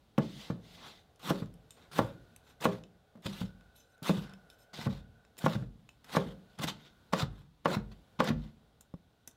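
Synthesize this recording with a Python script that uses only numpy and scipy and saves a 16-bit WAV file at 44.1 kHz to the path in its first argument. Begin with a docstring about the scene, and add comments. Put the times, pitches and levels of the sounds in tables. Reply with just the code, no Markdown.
"""In a quiet humming kitchen a glass bowl is set down and wet glass slides over the counter, hissing as smooth noise.
Then a steel knife slices and chops crisp pickles on a plastic board lying on a steel counter, near one microphone.
Bursting noise makes the crunch; short pushes ring the modes of board and counter; resonances make the blade sing.
After the last cut come a few small clicks and a dry tap. Behind it filtered noise hums, a whine comes and goes,
and fuzzy bands swell after some knocks, like their tails."""
import sys
import numpy as np
from scipy import signal
from scipy.fft import rfft, irfft, next_fast_len
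from scipy.io import wavfile
from scipy.ndimage import uniform_filter1d, map_coordinates

SR = 44100
rng = np.random.default_rng(int(sys.argv[2]) if len(sys.argv) > 2 else 0)


def generate_wav(signal):
    """Clip the signal to [-1, 1] and save it as 16-bit WAV at the path in sys.argv[1]."""
    frames = np.transpose(np.atleast_2d(signal))
    scaled = np.clip(frames, -1, 1) * 32767
    pcm = np.round(scaled).astype(np.int16)
    wavfile.write(sys.argv[1], SR, pcm)


N = 412776

# Knocks: (time [s], peak level ahead of the crack [dB], time for the push to peak [ms],
#          thud [dB], boom [dB], extra for boom modes below 140 Hz [dB])
BLOWS = [(0.1815, -13, 0.35, 4.5, 4.5, -6.5), (0.5015, -23.5, 0.78, -3, 2, -1.5),
         (1.3064, -15.5, 0.51, -16, 4, -12), (1.4209, -28.5, 1.34, 0, 4.5, 5.5),
         (1.9909, -10.5, 0.25, -10, 1, 3), (2.655, -11, 0.18, -8.5, 4.5, -3), (3.154, -44, 0.59, 5, -12, 0),
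         (3.171, -49, 0.51, -8, 19, -12), (3.2568, -29.5, 1.3, -4, 15, -10),
         (3.4128, -27, 1.44, 6.5, 12, 0), (4.0215, -35, 0.5, 12, 9, -3), (4.0949, -15, 0.59, -26, 2.5, -20),
         (4.1737, -30, 2.5, 10.5, -5, 14), (4.7892, -36, 0.83, 7.5, -4, 14), (4.862, -28, 0.9, 4, -7, 0),
         (4.8678, -23, 0.81, -1, 5.5, 4.5), (5.441, -20.5, 0.72, 9.5, -5, -1),
         (5.463, -11.5, 0.2, -1.5, -6, -3), (5.5523, -24.5, 0.9, 4, 2, 9.5),
         (5.621, -33.5, 1.2, 16.5, 19, -3.5), (6.151, -21.5, 0.2, -6, -12, 3.5),
         (6.1685, -11.5, 0.17, -5, 5, -7), (6.2603, -36.5, 1.4, 10.5, 4, 13.5),
         (6.591, -35, 0.69, 27, -7, 5.5), (6.615, -33, 0.13, -5, 6, -11),
         (6.6419, -28.5, 1.44, -16, 2.5, -10), (7.1346, -14.5, 0.18, 0, 1, -2.5),
         (7.227, -21, 3.2, 21, 3.5, 10.5), (7.6575, -11.5, 0.11, -3, 3.5, -2),
         (7.7657, -22.5, 1.2, 9, 3, 6), (8.2041, -11.5, 0.16, -12.5, 4, -3),
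         (8.3032, -17.5, 1.34, 9, 1.5, 6)]
# Tones of the steel blade: (frequency [Hz], width [Hz], level [dB])
BLADE_TONES = [(2600, 70, -3), (3030, 100, -3), (3590, 130, -3), (3950, 90, -2), (5280, 80, -3),
               (6100, 150, -3), (7050, 170, -2), (8350, 130, -2), (9900, 150, -8), (11530, 90, -1),
               (13500, 200, -6)]
# Spectrum of the flesh crunching: (frequency [Hz], level per Hz [dB])
CRUNCH_SPECTRUM = [(1060, -37), (1800, -10.5), (2050, 2), (2270, -4.5), (2720, -0.5), (3600, 6.5),
                   (5400, -6.5), (7500, -15), (9750, -46), (16500, -120)]
# Spectrum of the fine fizz on top: (frequency [Hz], level per Hz [dB])
FIZZ_SPECTRUM = [(3240, -48.5), (5500, 0), (7550, 2.5), (8220, 5.5), (15100, 2.5), (16200, -8.5)]
# Spectrum of friction heard through the board: (frequency [Hz], level per Hz [dB])
BODY_SPECTRUM = [(88, -35), (150, 15), (389, 4.5), (522, 5), (919, 6), (1520, 5), (2250, -9.5), (2500, -7),
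                 (3250, -27), (5500, -120)]


def amp(db):
    """dB to gain."""
    return 10 ** (np.asarray(db) / 20)


def unit(x):
    """Scaled to rms 1."""
    return x / np.sqrt(np.mean(x ** 2) + 1e-20)


def along(points, hz):
    """(Hz, value) points on a log axis."""
    f, v = np.transpose(points)
    return np.interp(np.log(hz + 1), np.log(f + 1), v)


def filtered(x, response):
    """x times a complex response of frequency."""
    m = next_fast_len(len(x) + 8192)
    return irfft(rfft(x, m) * response(np.fft.rfftfreq(m, 1 / SR)), m)[:len(x)]


def coloured(x, spectrum):
    """x with the given spectrum, rms 1."""
    return unit(filtered(x, lambda hz: amp(along(spectrum, hz))))


def resonant(peaks, sign=-1):
    """Causal response of a set of resonances; neighbours in opposite phase unless sign is 1."""
    return lambda f: sum(sign ** k * amp(db) * 1j * f * w / (c * c - f * f + 1j * f * w)
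                         for k, (c, w, db) in enumerate(peaks))


def wobble(rate):
    """A smooth random curve through normally distributed knots, rate of them a second."""
    knots = rng.standard_normal(int(N * rate / SR) + 4)
    return map_coordinates(knots, [np.arange(N) * rate / SR])


def gain_curve(rows):
    """Gain per sample of a (time [s], level [dB]) curve."""
    return amp(np.interp(np.arange(N) / SR, *np.transpose(rows)))


def ramps(rows, rise, fall):
    """Gains per sample: a row rises, ramps between two levels and falls [dB/s]; later columns add gains."""
    out = np.zeros((len(rows[0]) - 3, N))
    t = np.arange(N) / SR
    for start, end, first, last, *rest in rows:
        near = slice(max(0, round((start - .2) * SR)), round((end + .3) * SR))
        now = t[near]
        db = np.interp(now, [start, end], [first, last])
        db = db - rise * np.maximum(start - now, 0) - fall * np.maximum(now - end, 0)
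        gains = amp(db + np.array([0, *rest])[:, None])
        out[:, near] = np.hypot(out[:, near], gains)  # overlapping rows add as power
    return out


def background_hum():
    """Broad noise, strongest in the bass, whose level wavers a little."""
    # Hum of the quiet kitchen: (frequency [Hz], level per Hz [dB])
    hum_spectrum = [(15, -13.5), (40, 0), (60, 4.5), (130, -0.5), (230, -4.5), (350, -9.5), (600, -17),
                    (1000, -16), (1500, -21.5), (2400, -24.5), (3700, -19), (5200, -28.5), (8000, -33.5),
                    (13000, -35), (16200, -36.5)]
    level_db = -67 + 2.36 * wobble(2.962)
    return amp(level_db) * coloured(rng.standard_normal(N), hum_spectrum)


def background_drone():
    """Noise through three resonances: fuzzy bands whose level swells after some knocks, like their tails."""
    # Bands of the drone: (frequency [Hz], width [Hz], level [dB])
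    drone_bands = [(431, 41, 4), (718, 368, 2.5), (838, 250, -1.5)]
    # Level of the drone and of tails after knocks: (time [s], level [dB])
    drone_levels = [(0.0, -79), (0.44, -65), (1.07, -72.5), (1.9, -70), (3.93, -73), (4.12, -65.5),
                    (6.07, -78.5), (6.23, -59), (6.33, -69.5), (7.69, -85.5), (7.77, -70.5), (9.36, -79.5)]
    drone = unit(filtered(rng.standard_normal(N), resonant(drone_bands)))
    return gain_curve(drone_levels) * drone


def background_hiss():
    """Very faint noise with the fizz spectrum and a slowly wavering level."""
    level_db = -99.5 + 1.5 * wobble(1.5)
    return amp(level_db) * coloured(rng.standard_normal(N), FIZZ_SPECTRUM)


def background_whine():
    """Noise passed twice through one resonance makes a fuzzy whine that comes and goes, trembling."""
    # Band of the whine, for each pass: (frequency [Hz], width [Hz], level [dB])
    whine_band = [(1472, 140, 0)]
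    # Level of the whine before its tremble: (time [s], level [dB])
    whine_levels = [(0.0, -93), (0.21, -90), (0.34, -85), (1.69, -83), (2.01, -69.5), (3.2, -82.5),
                    (3.39, -69.5), (3.83, -76), (4.28, -61), (4.46, -70), (5.42, -77), (5.81, -93),
                    (6.31, -76.5), (7.27, -75.5), (7.43, -93.5), (8.37, -78.5), (8.73, -84.5), (9.36, -85)]
    whine = unit(filtered(rng.standard_normal(N), lambda hz: resonant(whine_band)(hz) ** 2))
    return gain_curve(whine_levels) * amp(2.2 * wobble(14)) * whine


def room(x):
    """The kitchen answers 2.9 ms later with a noise tail in which each frequency dies at its own speed."""
    # Reverberation of the kitchen: (frequency [Hz], time to fall 60 dB [s])
    kitchen_decay = [(100, 0.64), (400, 0.45), (1000, 0.24), (4000, 0.2), (12000, 0.14)]
    hz, t, noise = signal.stft(rng.standard_normal(SR // 2), SR, nperseg=256)
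    fade = amp(-60 * t / along(kitchen_decay, hz)[:, None])
    tail = signal.istft(noise * fade, SR, nperseg=256)[1]
    return signal.fftconvolve(np.pad(x, (130, 0)), tail / np.linalg.norm(tail))


def patchy(x, depth_db):
    """Narrow bands swell and fade at random, as the wet contact shifts."""
    bands = signal.stft(x, nperseg=256)[2]
    field = uniform_filter1d(rng.standard_normal(bands.shape), size=3, axis=0)
    field = uniform_filter1d(field, size=9, axis=1)
    return signal.istft(bands * amp(depth_db * unit(field)), nperseg=256)[1][:N]


def rubbing(pressure, grain):
    """One grain of friction heard as crunch, as fizz and through the board."""
    crunch, fizz, body = pressure
    return (crunch * coloured(grain, CRUNCH_SPECTRUM) + fizz * coloured(grain, FIZZ_SPECTRUM)
            + body * coloured(grain, BODY_SPECTRUM))


def bursting(rate, spread_db):
    """Cells burst at random moments, each a short puff of uneven strength, over a bed of noise."""
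    pops = (rng.random(N) < rate / SR) * amp(spread_db * rng.standard_normal(N))
    puff = amp(-60 * np.arange(400) / SR / 0.0094)  # falls at 60 dB in 9.4 ms
    puffs = np.convolve(pops, puff)[:N]
    return rng.standard_normal(N) * (unit(puffs) + 2.14) * amp(1.5 * wobble(90))


def glass_wipes():
    """Wet glass slides over the counter: smooth noise without bursts, with shifting bands."""
    # Slides of the glass: (start [s], end [s], first level [dB], last level [dB],
    #                       added for fizz [dB], added for body [dB])
    wipe_rows = [(0.225, 0.3, -56.5, -60.5, -15, -5), (0.31, 0.42, -60.5, -53.5, -13, -8),
                 (0.43, 0.5, -54, -58, -15.5, -4), (0.64, 0.75, -67, -58, -13.5, -6.5),
                 (0.78, 0.86, -61, -56.5, -16.5, 2), (0.87, 1.0, -54, -68.5, -14.5, -4)]
    glass = patchy(rng.standard_normal(N), depth_db=2.0)
    return rubbing(ramps(wipe_rows, rise=450, fall=310), glass)


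def ticks():
    """A small click or touch: a crack of a few ms, with ringing tones, each at a new strength."""
    # Small ticks: (time [s], level, 9 dB above the peak heard [dB],
    #               dullness, held within -6 and 12 [dB per octave])
    tick_rows = [(0.179, -23.5, 23), (0.5067, -44, 8), (1.1597, -47, 5), (1.1947, -49, 0),
                 (1.4004, -50, -2.5), (1.4595, -38.5, 11), (1.54, -45, -3), (1.707, -32.5, 6.5),
                 (2.3626, -31, 4.5), (2.61, -31, -1), (2.837, -36.5, 22), (3.223, -48.5, 3),
                 (3.6102, -41, 12), (3.7564, -51, 8), (3.98, -49.5, 1.5), (4.0282, -30.5, -7),
                 (4.2956, -40, 7), (4.3365, -33.5, 10), (4.501, -34, 7), (4.8941, -45, -2.5),
                 (5.25, -41, 17), (5.369, -40, 11), (5.891, -31, 10), (6.0443, -37.5, 7), (6.5885, -35, 0),
                 (6.6743, -32, -7), (6.8087, -52, 3), (6.8224, -52, -5), (7.1274, -28, 8),
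                 (7.1576, -45, -5), (7.3927, -54, -4), (7.648, -40, 0.5), (7.6558, -31, 6),
                 (7.6774, -41, -3), (7.711, -36, -5), (7.731, -25, 5), (8.2428, -26, -1), (8.8094, -35, -4),
                 (8.9402, -46, 9), (9.2756, -25, -7), (9.312, -44, -2)]
    ring_db = 12  # how strongly the tones ring
    out, t = np.zeros(N + SR), np.arange(2048) / SR
    for s, db, dull_db in tick_rows:
        crack = amp(-60 * t / 0.003) * rng.standard_normal(len(t))
        tones = [(hz, width, level + rng.normal(0, 4.5)) for hz, width, level in BLADE_TONES]

        def colour(hz):
            tilt = amp(-np.clip(dull_db, -6, 12) * np.log2((hz + 500) / 5000))
            low_cut = hz ** 2 / (hz ** 2 + 1600 ** 2)
            return tilt * low_cut / (1 + (hz / 13500) ** 8)

        crack = filtered(crack, lambda hz: colour(hz) * (1 + amp(ring_db) * resonant(tones)(hz)))
        out[round(s * SR):][:len(t)] += amp(db - 9) * crack / np.abs(crack).max()
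    return out[:N]


def slides():
    """Friction feeds the blade's own tones, each flickering on its own, over a plain hiss."""
    # Blade singing as it slides, friction ahead of the filters: (start [s], end [s],
    #                                                             first level [dB], last level [dB])
    slide_rows = [(1.712, 1.86, -63.5, -88), (2.44, 2.51, -75.5, -70), (3.76, 3.81, -63, -66),
                  (3.82, 3.95, -74, -79), (4.506, 4.55, -62, -76), (4.59, 4.635, -67.5, -70),
                  (5.895, 5.95, -74, -88)]
    rub = ramps(slide_rows, rise=1400, fall=650)[0] * bursting(rate=700, spread_db=3)
    hiss = amp(-27) * coloured(rub, FIZZ_SPECTRUM) + amp(-21.5) * coloured(rub, CRUNCH_SPECTRUM)
    out = hiss * np.std(rub)
    for tone in BLADE_TONES:
        flicker = amp(-2 + 5 * wobble(40))
        out = out + flicker * filtered(rub, resonant([tone]))
    return amp(0.5) * out


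def rattle():
    """After each knock the board chatters on its mat for a moment: noise that starts 4 ms late and dies fast."""
    level_db, t60_s = -15.5, 0.046  # level against the knock's
    blows = np.zeros(N)
    for s, db, *_ in BLOWS:
        blows[round((s + .004) * SR)] = amp(db + level_db)
    decay = amp(-60 * np.arange(SR // 4) / SR / t60_s)
    fade = signal.fftconvolve(blows, decay)[:N]
    return fade * coloured(rng.standard_normal(N), BODY_SPECTRUM)


def ringing(modes, t, longer, rise):
    """Decaying modes at new strengths and slightly new pitch, each beating; long-lived ones build up slowly."""
    beat_depth, beat_share = .6, .12  # the beat's top rate is this share of the pitch
    total = 0
    for hz, db, t60 in modes:
        fade = amp(db + rng.normal(0, 2.67) - 60 * t / (t60 * longer))
        tone = np.sin(2 * np.pi * hz * rng.normal(1, 0.021) * t)
        beat_turns = beat_share * hz * rng.random() * t + rng.random()
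        beating = 1 + beat_depth * np.sin(2 * np.pi * beat_turns)
        build_up = 1 - np.exp(-t / (rise * t60 ** 2))
        total = total + fade * tone * beating * build_up
    return total


def knocks():
    """A short push rings the board at once and the counter slowly; a long contact sounds dull."""
    # Resonances of the plastic board: (frequency [Hz], width [Hz], level [dB])
    board_modes = [(240, 150, -7.5), (494, 220, -1.5), (840, 690, -2), (1036, 192, 3.5), (1520, 100, -34),
                   (2880, 140, -2), (3860, 170, -6)]
    # Modes of the steel counter: (frequency [Hz], level [dB], 60 dB decay before scaling [s])
    counter_modes = [(49.66, -22.5, 0.93), (82.9, -26.5, 0.58), (119, -13.5, 0.39), (133.9, -12, 0.34),
                     (173.8, -7.5, 0.34), (194.9, -3, 0.28), (233.2, -7.5, 0.18), (294.4, -10, 0.18),
                     (390.4, -12.5, 0.42), (457.8, -4.5, 0.19), (538.8, -8.5, 0.4), (628, -4, 0.2),
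                     (910, -13.5, .13), (1118, -29, 0.1)]
    # Board rocking on its mat: (frequency [Hz], level [dB], 60 dB decay before scaling [s])
    thud_modes = [(152.8, 0, 0.1), (212.4, 0.5, 0.12)]
    # One dry tap elsewhere: columns as in BLOWS
    tap_row = (8.9396, -32, 1.9, -30, 6.5, -8)
    ring_length, tap_ring_length = 0.7, 0.24  # scales the boom's decay and the room's level
    ring_loss_per_ms = .12  # a long contact damps the ringing
    crack_db, crack_loss_db_per_ms = -17.5, 9  # a longer contact cracks less

    size = SR * 5 // 8
    out, t = np.zeros(N + SR), np.arange(size) / SR
    impulse = np.eye(1, size)[0]
    board = filtered(impulse, resonant(board_modes, sign=1))
    board = board + amp(-3) * np.roll(board, round(0.00354 * SR))  # the board slaps the counter a moment later
    board = board / np.abs(board).max()

    rows = [(*row, ring_length) for row in BLOWS] + [(*tap_row, tap_ring_length)]
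    for s, db, ms, thud_db, boom_db, deep_db, longer in rows:
        width = max(ms, .05) / 1000
        push = (t / width * np.exp(-t / width))[:1024]
        damped = 1 / (1 + ring_loss_per_ms * ms)

        modes = [(hz, level + deep_db * (hz < 140), t60) for hz, level, t60 in counter_modes]
        boom = ringing(modes, t, longer * damped, rise=0.061)
        thud = ringing(thud_modes, t, 0.86 * damped, rise=0.42)
        knock = amp(thud_db - 23.5) * thud - board
        knock = filtered(knock, lambda hz: (1j * hz / (1j * hz + 55)) ** 3)  # too small to push deep bass
        hit = signal.fftconvolve(knock + amp(boom_db - 30.0) * boom, push / push.sum())[:size]
        hit = hit / np.abs(hit).max()

        crack_fade = amp(crack_db - crack_loss_db_per_ms * ms - 60 * t[:1024] / 0.011)
        hit[:1024] += crack_fade * uniform_filter1d(rng.standard_normal(1024), size=5)
        wet = longer * amp(-9.0) * room(hit[:SR // 4])
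        start = round(s * SR)
        out[start:][:size] += amp(db) * hit
        out[start:][:len(wet)] += amp(db) * wet
    return out[:N]


def knife_strokes():
    """Cells burst as the edge presses and drags, and the blade rings along; two late clicks share the grain."""
    # Edge pressing through the flesh, and one faint rub that stops sharply: (start [s], end [s],
    #     first level [dB], last level [dB], added for fizz [dB], added for body [dB])
    cut_rows = [(1.195, 1.305, -65.5, -38.5, -8, 4), (1.915, 1.99, -59.5, -40, -8, 2.5),
                (2.467, 2.53, -69, -69, -16, 3), (2.605, 2.654, -56, -40, -6.5, 5),
                (3.225, 3.266, -69, -43, -12, 2), (4.028, 4.094, -51, -36, -8.5, -0.5),
                (4.734, 4.862, -51, -47.5, -14, -0.5), (5.379, 5.39, -59.5, -53, 2, -2.5),
                (5.4, 5.462, -60.5, -41.5, -8, 2), (6.085, 6.166, -64, -37, -10, 2),
                (6.58, 6.594, -68, -45, -13, 7.5), (6.61, 6.64, -53, -36, -8.5, 1.5),
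                (6.672, 6.7, -39, -39, -16.5, -1.5), (7.125, 7.134, -60, -40, -12, 10.5),
                (7.145, 7.225, -48, -40, -13, 3), (7.647, 7.656, -67.5, -47, -16.5, 12),
                (7.68, 7.75, -51.5, -42.5, -11.5, 7), (7.916, 7.923, -62, -60, -16, 5),
                (8.192, 8.204, -48.5, -37.5, -20, 6.5), (8.218, 8.294, -55, -38, -16, 7.5)]
    # Blade dragging over board and slices, mostly easing off: (start [s], end [s],
    #     first level [dB], last level [dB], added for fizz [dB], added for body [dB])
    drag_rows = [(1.32, 1.41, -55, -60, -9.5, 2), (1.77, 1.85, -67.5, -72, -11, 6.5),
                 (2.005, 2.1, -55, -65, -9, 7.5), (2.67, 2.745, -56.5, -59, -11, 5.5),
                 (3.28, 3.42, -55.5, -53, -10.5, -0.5), (4.105, 4.23, -49.5, -59.5, -9.5, 1.5),
                 (4.25, 4.32, -67, -70, -15, 8), (4.9, 4.96, -57.5, -60, -14, 2),
                 (5.48, 5.54, -49.5, -53, -11.5, 3.5), (5.58, 5.63, -66, -71, -10, 3),
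                 (6.048, 6.08, -65, -68, -8, 4), (6.18, 6.31, -57.5, -65.5, -11, 6),
                 (6.5, 6.56, -74, -72, -15, -6), (6.71, 6.74, -58, -68, -14, 2),
                 (6.76, 6.87, -68.5, -63.5, -18, -2.5), (7.29, 7.41, -78.5, -73.5, -10, 7),
                 (7.66, 7.78, -54, -66.5, -23, 11.5), (8.37, 8.47, -71, -69.5, -16, 2)]
    # Short fizz of two late clicks: (start [s], end [s], first level [dB], last level [dB],
    #     added for fizz [dB], added for body [dB])
    spit_rows = [(8.809, 8.81, -67, -65.5, 5.3, 2.2), (9.276, 9.277, -58.5, -58, 2.3, 5)]
    cells = patchy(bursting(rate=510, spread_db=3), depth_db=2.5)
    cells = cells + amp(-15.5) * filtered(cells, resonant(BLADE_TONES))
    sharp_ended = ramps(cut_rows + spit_rows, rise=7000, fall=1280)
    dragging = ramps(drag_rows, rise=1900, fall=280)
    return rubbing(np.hypot(sharp_ended, dragging), cells)


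def scene():
    """Background, close sounds and their answer from the kitchen all reach one microphone."""
    background = background_hum() + background_drone() + background_hiss() + background_whine()
    close = glass_wipes() + ticks() + slides() + rattle() + knife_strokes()
    reflected = amp(-11) * room(close)[:N]
    return (background + close + reflected + knocks())[None]  # knocks bring their own room


def record(dry):
    """The microphone drops the deepest bass; nothing is kept above the band limit."""
    top_hz = 15950
    bass_cut = filtered(dry[0], lambda hz: (1j * hz / (1j * hz + 22)) ** 2)
    return filtered(bass_cut, lambda hz: np.clip((top_hz - hz) / 200, 0, 1))[None]


dry = scene()
out = record(dry)
generate_wav(out)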